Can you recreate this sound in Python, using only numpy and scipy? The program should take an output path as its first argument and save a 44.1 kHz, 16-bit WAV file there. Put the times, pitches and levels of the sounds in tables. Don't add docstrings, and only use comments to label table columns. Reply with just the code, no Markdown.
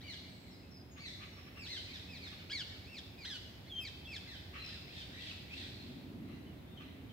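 import sys
import numpy as np
from scipy import signal
from scipy.fft import rfft, irfft, next_fast_len
from scipy.io import wavfile
from scipy.ndimage import uniform_filter1d

SR = 44100
rng = np.random.default_rng(int(sys.argv[2]) if len(sys.argv) > 2 else 0)


def generate_wav(sig):
    pcm = np.round(np.clip(np.atleast_2d(sig).T, -1, 1) * 32767).astype(np.int16)
    wavfile.write(sys.argv[1], SR, pcm)


N = 313992

# frequency in Hz, left-right correlation.
EAR_LIKENESS = [(30, 0.86), (70, 0.97), (150, 0.96), (300, 0.75), (600, 0.28), (1200, 0), (16000, 0)]
# frequency in Hz, right minus left in dB.
EAR_BALANCE = [(40, -3.5), (110, 4), (200, 0.5), (380, 0.5), (700, 1.5), (1400, 0.5), (3000, 0),
               (14000, -0.7)]

# frequency in Hz, relative level in dB.
TRAFFIC_COLOUR = [(20, -33), (35, -24), (55, -5.5), (90, 2.5), (125, -4.5), (200, -8), (280, -10.5),
                  (420, -16), (650, -17), (1000, -24), (1600, -27.5), (3000, -46)]
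VEHICLE_COLOUR = [(60, -47), (110, 5.5), (170, 1.5), (260, 9), (340, 1), (450, -9.5), (800, -62)]
HISS_COLOUR = [(500, 2.5), (1200, -4), (2000, 4), (3500, 1.5), (4500, -5), (6000, -13), (9500, -18),
               (12000, -10.5), (15500, -9.5)]
TWIG_COLOUR = [(200, -27), (400, -16), (1300, 14), (2200, -18), (8000, -16), (13000, -6), (16000, -22)]
BRUSH_COLOUR = [(6000, -30), (9500, -6), (12300, 6), (14000, -8), (16000, -23)]
CHAK_COLOUR = [(600, -29), (900, -38), (1150, 5), (1450, -5.5), (2100, -1), (2700, 1.5), (3800, -12.5),
               (5500, -20), (9000, -39)]
RASP_COLOUR = [(1200, -30), (1900, -5.5), (2700, -12), (3300, 4), (4100, 1.5), (5300, -9), (6000, -19),
               (8000, -20), (11000, -40)]

# time in seconds, relative level in dB before compression.
TRAFFIC_SURGE = [(0.0, -58.5), (1.29, -59.5), (2.14, -55), (2.38, -57), (2.7, -56), (3.03, -57),
                 (6.48, -55), (7.12, -58)]
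# frequency in Hz, level in dB.
ENGINE_PARTIALS = [(94, -69.5), (183, -69.5), (275, -70), (366, -71.5)]
# time in seconds, level in dB.
VEHICLE_LEVEL = [(0, -61.5), (4.4, -66), (5.4, -62), (5.9, -52.5), (6.25, -49), (6.6, -55.5), (7.12, -53.5)]
HISS_LEVEL = [(0, -62.5), (.8, -67.5), (1.5, -62), (3, -62.5), (4.5, -62.5), (5.8, -62.5), (6.15, -64.5),
              (7.12, -64.5)]
# start in seconds, level in dB, pitch ratio, treble lift in dB, decay in seconds,
# leaf brush level in dB.
TWIG_SNAPS = [(2.271, -49, 1.05, -13, 0.0026, -85), (3.812, -48, 1, 4, 0.0025, -61)]
# frequency in Hz, echo gain in dB, seconds to die away by 60 dB.
WOOD_REVERB = [(700, -14, .8), (1450, 0.5, 0.98), (2420, 2.5, 1.6), (3640, 4.5, 0.7), (5100, 3, 1.6),
               (7800, 5.5, 1.17), (12100, 7, 0.58)]

# frequency in Hz, relative gain in dB.
THROAT_RESONANCE = [(1000, -5), (1600, -8.5), (2300, 4), (3200, -3), (4200, -1), (5400, -8.5),
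                    (6100, -18.5), (8000, -18.5), (12000, -42)]
# pitch in Hz, overtone lift in dB.
OVERTONES_BY_PITCH = [(1200, 1), (1600, 1.5), (1900, 4.5), (2250, 4.5), (2700, -6.5)]
# start in seconds, length in seconds, relative level in dB.
CHAK_CUES = [(0.956, 0.056, -59), (1.193, 0.067, -55.5), (1.361, 0.055, -61.5), (1.463, 0.033, -59),
             (1.566, 0.03, -55.5), (2.256, 0.023, -62), (2.314, 0.036, -59), (4.527, 0.085, -51),
             (6.262, 0.095, -66.5), (6.79, 0.063, -58.5)]
SCREECH_CUES = [(4.609, 0.17, -56.5), (4.862, .18, -54.5), (5.159, 0.15, -51.5), (5.478, 0.19, -52.5),
                (5.762, 0.19, -64.5)]
# share of its length, pitch in Hz, tone gain in dB, rasp gain in dB.
SCREECH_COURSE = [(0, 1896, -14, -20), (.2, 2500, -4.5, -9.5), (.35, 2747, -7, -4.5), (.55, 2706, -12, -3),
                  (.8, 2500, -10, -6.5), (1, 2180, -9, -12)]
# start and length in seconds, opening and held pitch
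# in Hz, settling time in seconds, level in dB, fade over the note in dB, bearing from -1 right to
# 1 left, echo send in dB, roughness from 0 to 1.
WHISTLE_CUES = [ (0.034, 0.0605, 3023, 2783, 0.051, -52, 5.5, -0.094, -0.5, 0.75),
                (0.271, 0.28, 8280, 7370, 0.07, -75, 14, 0.23, -0.5, 0.43),
                (0.504, 0.17, 5900, 5020, .011, -68, 9, 0.13, -5, 0.4),
                (.62, 0.16, 2670, 2515, 0.072, -71, 9, -0.015, -6, 0.61),
                (0.708, 0.12, 5900, 5010, 0.014, -64.5, 3, .18, -8, 0.42),
                (0.906, .155, 7100, 6576, 0.013, -65.5, 8, -0.12, -6, 0.08),
                (1.033, .035, 2770, 2490, 0.019, -50, 12, .37, -13, .26),
                (1.318, .18, 6060, 5360, 0.0067, -68, 4, 0.21, -6, 0.38),
                (3.693, 0.11, 3700, 3140, 0.021, -50.5, -4.5, .03, -6.5, 0.25),
                (4.047, 0.029, 3600, 3120, 0.02, -48.5, 4, -0.2, -5, 0),
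                (4.58, 0.13, 4130, 4050, 0.017, -55.5, 4.5, -0.077, -0.5, 0.66),
                (4.619, .065, 2810, 2370, 0.039, -46.5, 17, 0.47, -3, 0.33),
                (4.63, 0.16, 5600, 4920, .03, -62, 3, 0.15, -3, 0.9),
                (5.505, .05, 2400, 2745, 0.031, -50.5, -3, -0.51, -14, 0.66),
                (5.738, .11, 4200, 4240, .03, -60, 13, .16, -7, 0.77),
                (6.206, 0.14, 2112, 1956, 0.081, -74.5, 1, 0.34, 7.5, 1),
                (6.29, .05, 2830, 2696, 0.046, -69.5, 1.5, 0.29, 1, 1),
                (6.461, .065, 3160, 2954, 0.01, -62, 11, -.1, -20, .22),
                (6.652, 0.11, 3700, 3560, 0.031, -70, 7, .27, 4, 0.52),
                (6.768, 0.026, 3210, 2950, 0.015, -52, 13, -0.13, -1, 0.7),
                (7.089, 0.033, 3190, 2990, 0.025, -66.5, -2, 0, -7, 0.6)]
# crest time, rise and fall in seconds, crest and end pitch in Hz, bend of the fall
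# (1 is straight, more hangs on), crest and sweep level in dB, overtone lift in dB, roughness from 0 to 1,
# bearing from -1 right to 1 left, echo send in dB.
YELP_CUES = [ (.055, 0.05, 0.094, 2352, 1560, 1.65, -58.5, -49.5, 2.5, .45, 0.21, -0.5),
             (1.02, .045, .075, 2320, 1626, 1.4, -56, -50, 1.5, .4, 0.58, 1),
             (1.565, 0.0089, .109, 2764, 1650, 1.86, -58, -52.5, 7, 0.16, -0.91, -0.5),
             (1.715, 0.055, 0.074, 2138, 1374, 1.2, -48, -49, 4, .45, .26, -1.5),
             (1.85, 0, 0.13, 2703, 1503, 1.3, -63, -53.5, 0.5, 0.42, -0.7, 0),
             (2.085, 0.00096, 0.099, 2587, 1554, 2.65, -58.5, -52.5, 3.5, 0.35, 0.14, -2.5),
             (2.19, 0.00041, .105, 2607, 1540, 1.15, -62, -53, .5, 0.39, -0.73, 1),
             (2.39, 0.0031, 0.04, 1530, 1076, 2.5, -62, -55, -2, 0.23, -.7, -7),
             (2.516, .022, 0.012, 1693, 1620, 1, -45, -40, 3, 0.2, .09, -6),
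             (2.543, 0.033, 0.087, 2300, 1308, 1.18, -44, -44, 4, 0.3, 0.098, -8),
             (2.7, 0.038, 0.078, 1862, 1100, 1.84, -56, -62, -0.5, 0.29, -0.56, -6.5),
             (2.915, 0.075, 0.084, 2723, 1435, 2, -60, -47, 4.5, 0.44, 0.067, -5.5),
             (3.178, 0, .088, 2504, 1810, 1.9, -62.5, -51, 5, 0.33, 0.12, -8),
             (3.285, 0.041, 0.09, 2022, 1404, 0.6, -47.5, -47.5, 2.5, 0.49, -0.15, -5.5),
             (3.69, 0.033, 0.0033, 2200, 2200, 1, -62, -70, 0, .4, -0.15, -18),
             (3.8, 0.0027, 0.093, 2639, 1460, 2.23, -53.5, -47.5, 4, 0.36, 0.099, -6),
             (4.067, 0.001, 0.11, 2690, 1373, 2.8, -58, -48, 2, 0.45, 0.053, -4.5),
             (4.259, 0.042, 0.013, 1614, 1630, 1.1, -69, -50, -7, 0.29, -0.39, -8),
             (4.277, .008, .09, 2118, 1456, 1, -56, -56.5, -1.5, 0.28, -0.32, 1.5),
             (4.72, 0.041, 0.07, 1855, 1220, 1.4, -58, -66, -4, 0.57, -0.32, -3),
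             (4.96, 0, 0.08, 1854, 1245, 2.3, -55, -58.5, 1, 0.57, -0.86, -3),
             (5.155, 0.055, 0.015, 1946, 1930, 1, -63, -68, -7, 0.52, -0.6, 7),
             (5.25, 0.0054, 0.071, 1745, 1200, 2.17, -57, -54, 4, 0.57, -0.92, -1.5),
             (5.57, 0.004, 0.067, 1932, 1265, 2.1, -62, -63, -8, 0.42, -.87, 4),
             (6.57, 0.003, 0.034, 2190, 1790, 1.15, -71, -74, 4, 0.33, -.8, -12),
             (6.82, 0.0061, .055, 2110, 1770, 1, -67, -68, -5, .3, -0.54, 3)]
DISTANT_YELP = (-0.4, 0.03, 2203, 1500, 1.5, -80, -76.5, 0, 0.4, 0.3, 10)

CUTOFF_HZ = 15750
NOTE_EDGE_S = .009


def from_db(db):
    return 10 ** (np.asarray(db) / 20)


def unit_rms(x):
    return x / np.sqrt(np.mean(x ** 2) + 1e-20)


def fader(rows):
    return from_db(np.interp(np.arange(N) / SR, *np.transpose(rows)))


def at_hz(table, hz, column=1):
    table = np.array(table)
    return np.interp(np.log(np.maximum(hz, 1)), np.log(table[:, 0]), table[:, column])


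def drift(rate_hz, size):
    pole = np.exp(-2 * np.pi * rate_hz / SR)
    run_in = int(SR / rate_hz)
    white = rng.standard_normal(size + run_in)
    return signal.lfilter([2 * (1 - pole) ** 1.5], [1, -2 * pole, pole * pole], white)[run_in:]


def noise(colour, size):
    padded = next_fast_len(size)
    hz = np.fft.rfftfreq(padded, 1 / SR)
    mid, side = rfft(rng.standard_normal((2, padded)))
    alike, ears = np.clip(at_hz(EAR_LIKENESS, hz), -1, 1), np.array([[-1], [1]])
    pair = np.sqrt(1 + alike) * mid + ears * np.sqrt(1 - alike) * side
    gain = from_db(at_hz(colour, hz) + ears * at_hz(EAR_BALANCE, hz) / 2)
    return unit_rms(irfft(pair * gain, padded)[:, :size])


def soft_gate(size, edge_s):
    steps = np.arange(size)
    return np.sin(np.pi / 2 * np.clip(np.minimum(steps, steps[::-1]) / (edge_s * SR), 0, 1))


def phase_of(hz):
    return 2 * np.pi * np.cumsum(hz) / SR


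def add(track, start_s, sound):
    at = max(int(start_s * SR), 0)
    track[:, at:at + sound.shape[-1]] += sound[:, :max(N - at, 0)]


def far_traffic(rumble_db=-54.0, surge_depth=0.5, wander_hz=2.54):
    surge = unit_rms(fader(TRAFFIC_SURGE) ** surge_depth)
    rumble = from_db(rumble_db) * surge * noise(TRAFFIC_COLOUR, N)
    drone = sum(from_db(db) * np.sqrt(2) * np.sin(phase_of(hz + wander_hz * drift(4.14, N)))
                for hz, db in ENGINE_PARTIALS)
    vehicle = fader(VEHICLE_LEVEL) * noise(VEHICLE_COLOUR, N)
    return rumble + drone + vehicle


def leaves():
    return fader(HISS_LEVEL) * noise(HISS_COLOUR, N)


def twigs(brush_s=0.035, treble_hz=5000):
    out, size = np.zeros((2, N)), int(brush_s * SR)
    for start, db, ratio, treble_db, decay_s, brush_db in TWIG_SNAPS:
        colour = [(hz * ratio, band_db + treble_db * (hz > treble_hz)) for hz, band_db in TWIG_COLOUR]
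        tick = from_db(db) * noise(colour, size) * np.exp(-np.arange(size) / (decay_s * SR))
        brush = from_db(brush_db) * noise(BRUSH_COLOUR, size) * soft_gate(size, brush_s / 3)
        add(out, start, tick + brush)
    return out


def woodland_echo(send, tail_s=1.3, build_s=0.0097, early_db=-2.0, early_s=0.0087):
    t = np.arange(int(tail_s * SR)) / SR
    edges_hz = np.geomspace(500, 15000, 11)
    onset = (1 - np.exp(-t / build_s)) * (1 + from_db(early_db) * np.exp(-t / early_s))
    white = rng.standard_normal((2, 2, len(t)))
    response = np.zeros((2, len(t)))
    for k, (low, high) in enumerate(zip(edges_hz, edges_hz[1:])):
        hz = np.sqrt(low * high)
        envelope = onset * from_db(-60 * t / at_hz(WOOD_REVERB, hz, column=2))
        envelope /= np.sqrt(np.sum(envelope ** 2))
        band = signal.sosfilt(signal.butter(2, [low, high], "band", fs=SR, output="sos"), white[k % 2])
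        response += band * envelope * from_db(at_hz(WOOD_REVERB, hz))
    return signal.fftconvolve(send, response, axes=1)[:, :N]


def branch_scatter(calls, scatter_db=-5.0, longest_s=.02, count=14):
    out = calls.copy()
    gain = from_db(scatter_db) / np.sqrt(count)
    for ear in range(2):
        for delay_s, sign in zip(rng.uniform(.001, longest_s, count), rng.choice([-1, 1], count)):
            lag = int(delay_s * SR)
            out[ear, lag:] += sign * gain * calls[ear, :-lag]
    return out


def far_flock(count=16, pitch_spread=.15, level_spread_db=10):
    rise, fall, crest_hz, end_hz, bend, crest_db, sweep_db, *voice = DISTANT_YELP
    cues = []
    for k, (when, pitch, strength) in enumerate(rng.uniform(-1, 1, (count, 3))):
        ratio, db = 1 + pitch_spread * pitch, level_spread_db * strength
        crest_s = (k + .5 + when / 2) * N / SR / count
        cues.append((crest_s, rise, fall, crest_hz * ratio, end_hz * ratio, bend,
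                     crest_db + db, sweep_db + db, *voice))
    return cues


def chaks(grain_db=0.5):
    out = np.zeros((2, N))
    for start, length, db in CHAK_CUES:
        size = int(length * SR)
        swell = np.sin(np.linspace(0, np.pi, size))
        grain = from_db(-grain_db * np.tanh(drift(220, size)))
        add(out, start, from_db(db) * swell * grain * noise(CHAK_COLOUR, size))
    return out


def screeches(jitter=0.0485, grain_db=2.0, trill_hz=55, trill_depth=0.32):
    out = np.zeros((2, N))
    share, *course = np.transpose(SCREECH_COURSE)
    for start, length, db in SCREECH_CUES:
        size = int(length * SR)
        hz, tone_db, rasp_db = [np.interp(np.linspace(0, 1, size), share, column) for column in course]
        phase = phase_of(hz * (1 + jitter * drift(444, size)))
        tone = from_db(tone_db) * np.array([np.sin(phase), np.cos(phase)])
        rasp = from_db(rasp_db) * noise(RASP_COLOUR, size)
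        trill = 1 + trill_depth * np.sin(phase_of(trill_hz * (1 + 0.22 * drift(27, size))))
        throb = unit_rms(trill * from_db(grain_db * drift(119, size)))
        add(out, start, (tone + rasp) * throb * from_db(db) * soft_gate(size, NOTE_EDGE_S))
    return out


def syrinx(hz, level_db, bearing, rough, overtone_db, waver=0.0123, jitter=.02, flutter_db=7.0,
           rasp_rad=0.35, effort=0.32, rolloff_db=-3.0, ear_lag_s=.0003, shadow_db=0.5):
    size = len(hz)
    glide = uniform_filter1d(hz, size=300, mode="nearest") * (1 + rough * waver * drift(45, size))
    pitch = glide * (1 + rough * jitter * drift(280, size))
    harmonic = np.arange(1, 6)[:, None]
    bright_db = overtone_db + at_hz(OVERTONES_BY_PITCH, glide) + effort * (level_db - level_db.mean())
    source_db = bright_db * (harmonic > 1) + rolloff_db * np.maximum(harmonic - 2, 0)
    weights = from_db(source_db + at_hz(THROAT_RESONANCE, harmonic * pitch))
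    weights *= (harmonic * pitch < CUTOFF_HZ) / np.sqrt(np.sum(weights ** 2, axis=0))
    weights *= from_db(rough * flutter_db * drift(108, size))
    phase = phase_of(pitch) + rough * rasp_rad * drift(967, size)
    lead = np.pi * glide * bearing * ear_lag_s
    ears = []
    for side in (1, -1):
        tone = np.sum(weights * np.cos(harmonic * (phase + side * lead)), axis=0)
        ears.append(from_db(side * bearing * shadow_db) * tone)
    return np.sqrt(2) * np.array(ears) * from_db(level_db) * soft_gate(size, NOTE_EDGE_S)


def whistles(overtone_db=-5.5, onset_db=-5.5):
    direct, send = np.zeros((2, 2, N))
    for start, length, from_hz, held_hz, settle_s, db, fade_db, bearing, send_db, rough in WHISTLE_CUES:
        t = np.arange(0, length, 1 / SR)
        unsettled = np.exp(-t / settle_s)
        hz = held_hz + (from_hz - held_hz) * unsettled
        level_db = db + onset_db * unsettled - fade_db * t / length
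        note = syrinx(hz, level_db, bearing, rough, overtone_db)
        add(direct, start, note)
        add(send, start, note * from_db(send_db))
    return direct, send


def yelps(cues, scoop_depth=.38, scoop_bend=2.4, onset_db=-2, release_db=-2, push_share=0.85):
    direct, send = np.zeros((2, 2, N))
    for (crest_s, rise, fall, crest_hz, end_hz, bend, crest_db, sweep_db,
         overtone_db, rough, bearing, send_db) in cues:
        t = np.arange(-max(rise, 0), fall, 1 / SR)
        scoop = np.maximum(-t, 0) / max(rise, 1 / SR)
        sweep = np.maximum(t, 0) / fall
        hz = crest_hz * (1 - scoop_depth * scoop ** scoop_bend) + (end_hz - crest_hz) * sweep ** bend
        fall_db = np.interp(sweep, [0, push_share, 1], [crest_db, sweep_db, sweep_db + release_db])
        note = syrinx(hz, onset_db * scoop + fall_db, bearing, rough, overtone_db)
        add(direct, crest_s + t[0], note)
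        add(send, crest_s + t[0], note * from_db(send_db))
    return direct, send


def scene():
    yelp, yelp_send = yelps(list(YELP_CUES) + far_flock())
    whistle, whistle_send = whistles()
    screech, chak = screeches(), chaks()
    echo = woodland_echo(yelp_send + whistle_send + from_db(3.5) * screech + from_db(0.5) * chak)
    birds = branch_scatter(yelp + whistle) + from_db(2.5) * (screech + chak)
    return birds + echo + twigs() + far_traffic() + leaves()


def record(dry):
    return signal.sosfilt(signal.ellip(12, .1, 70, CUTOFF_HZ, fs=SR, output="sos"), dry)


dry = scene()
out = record(dry)
generate_wav(out)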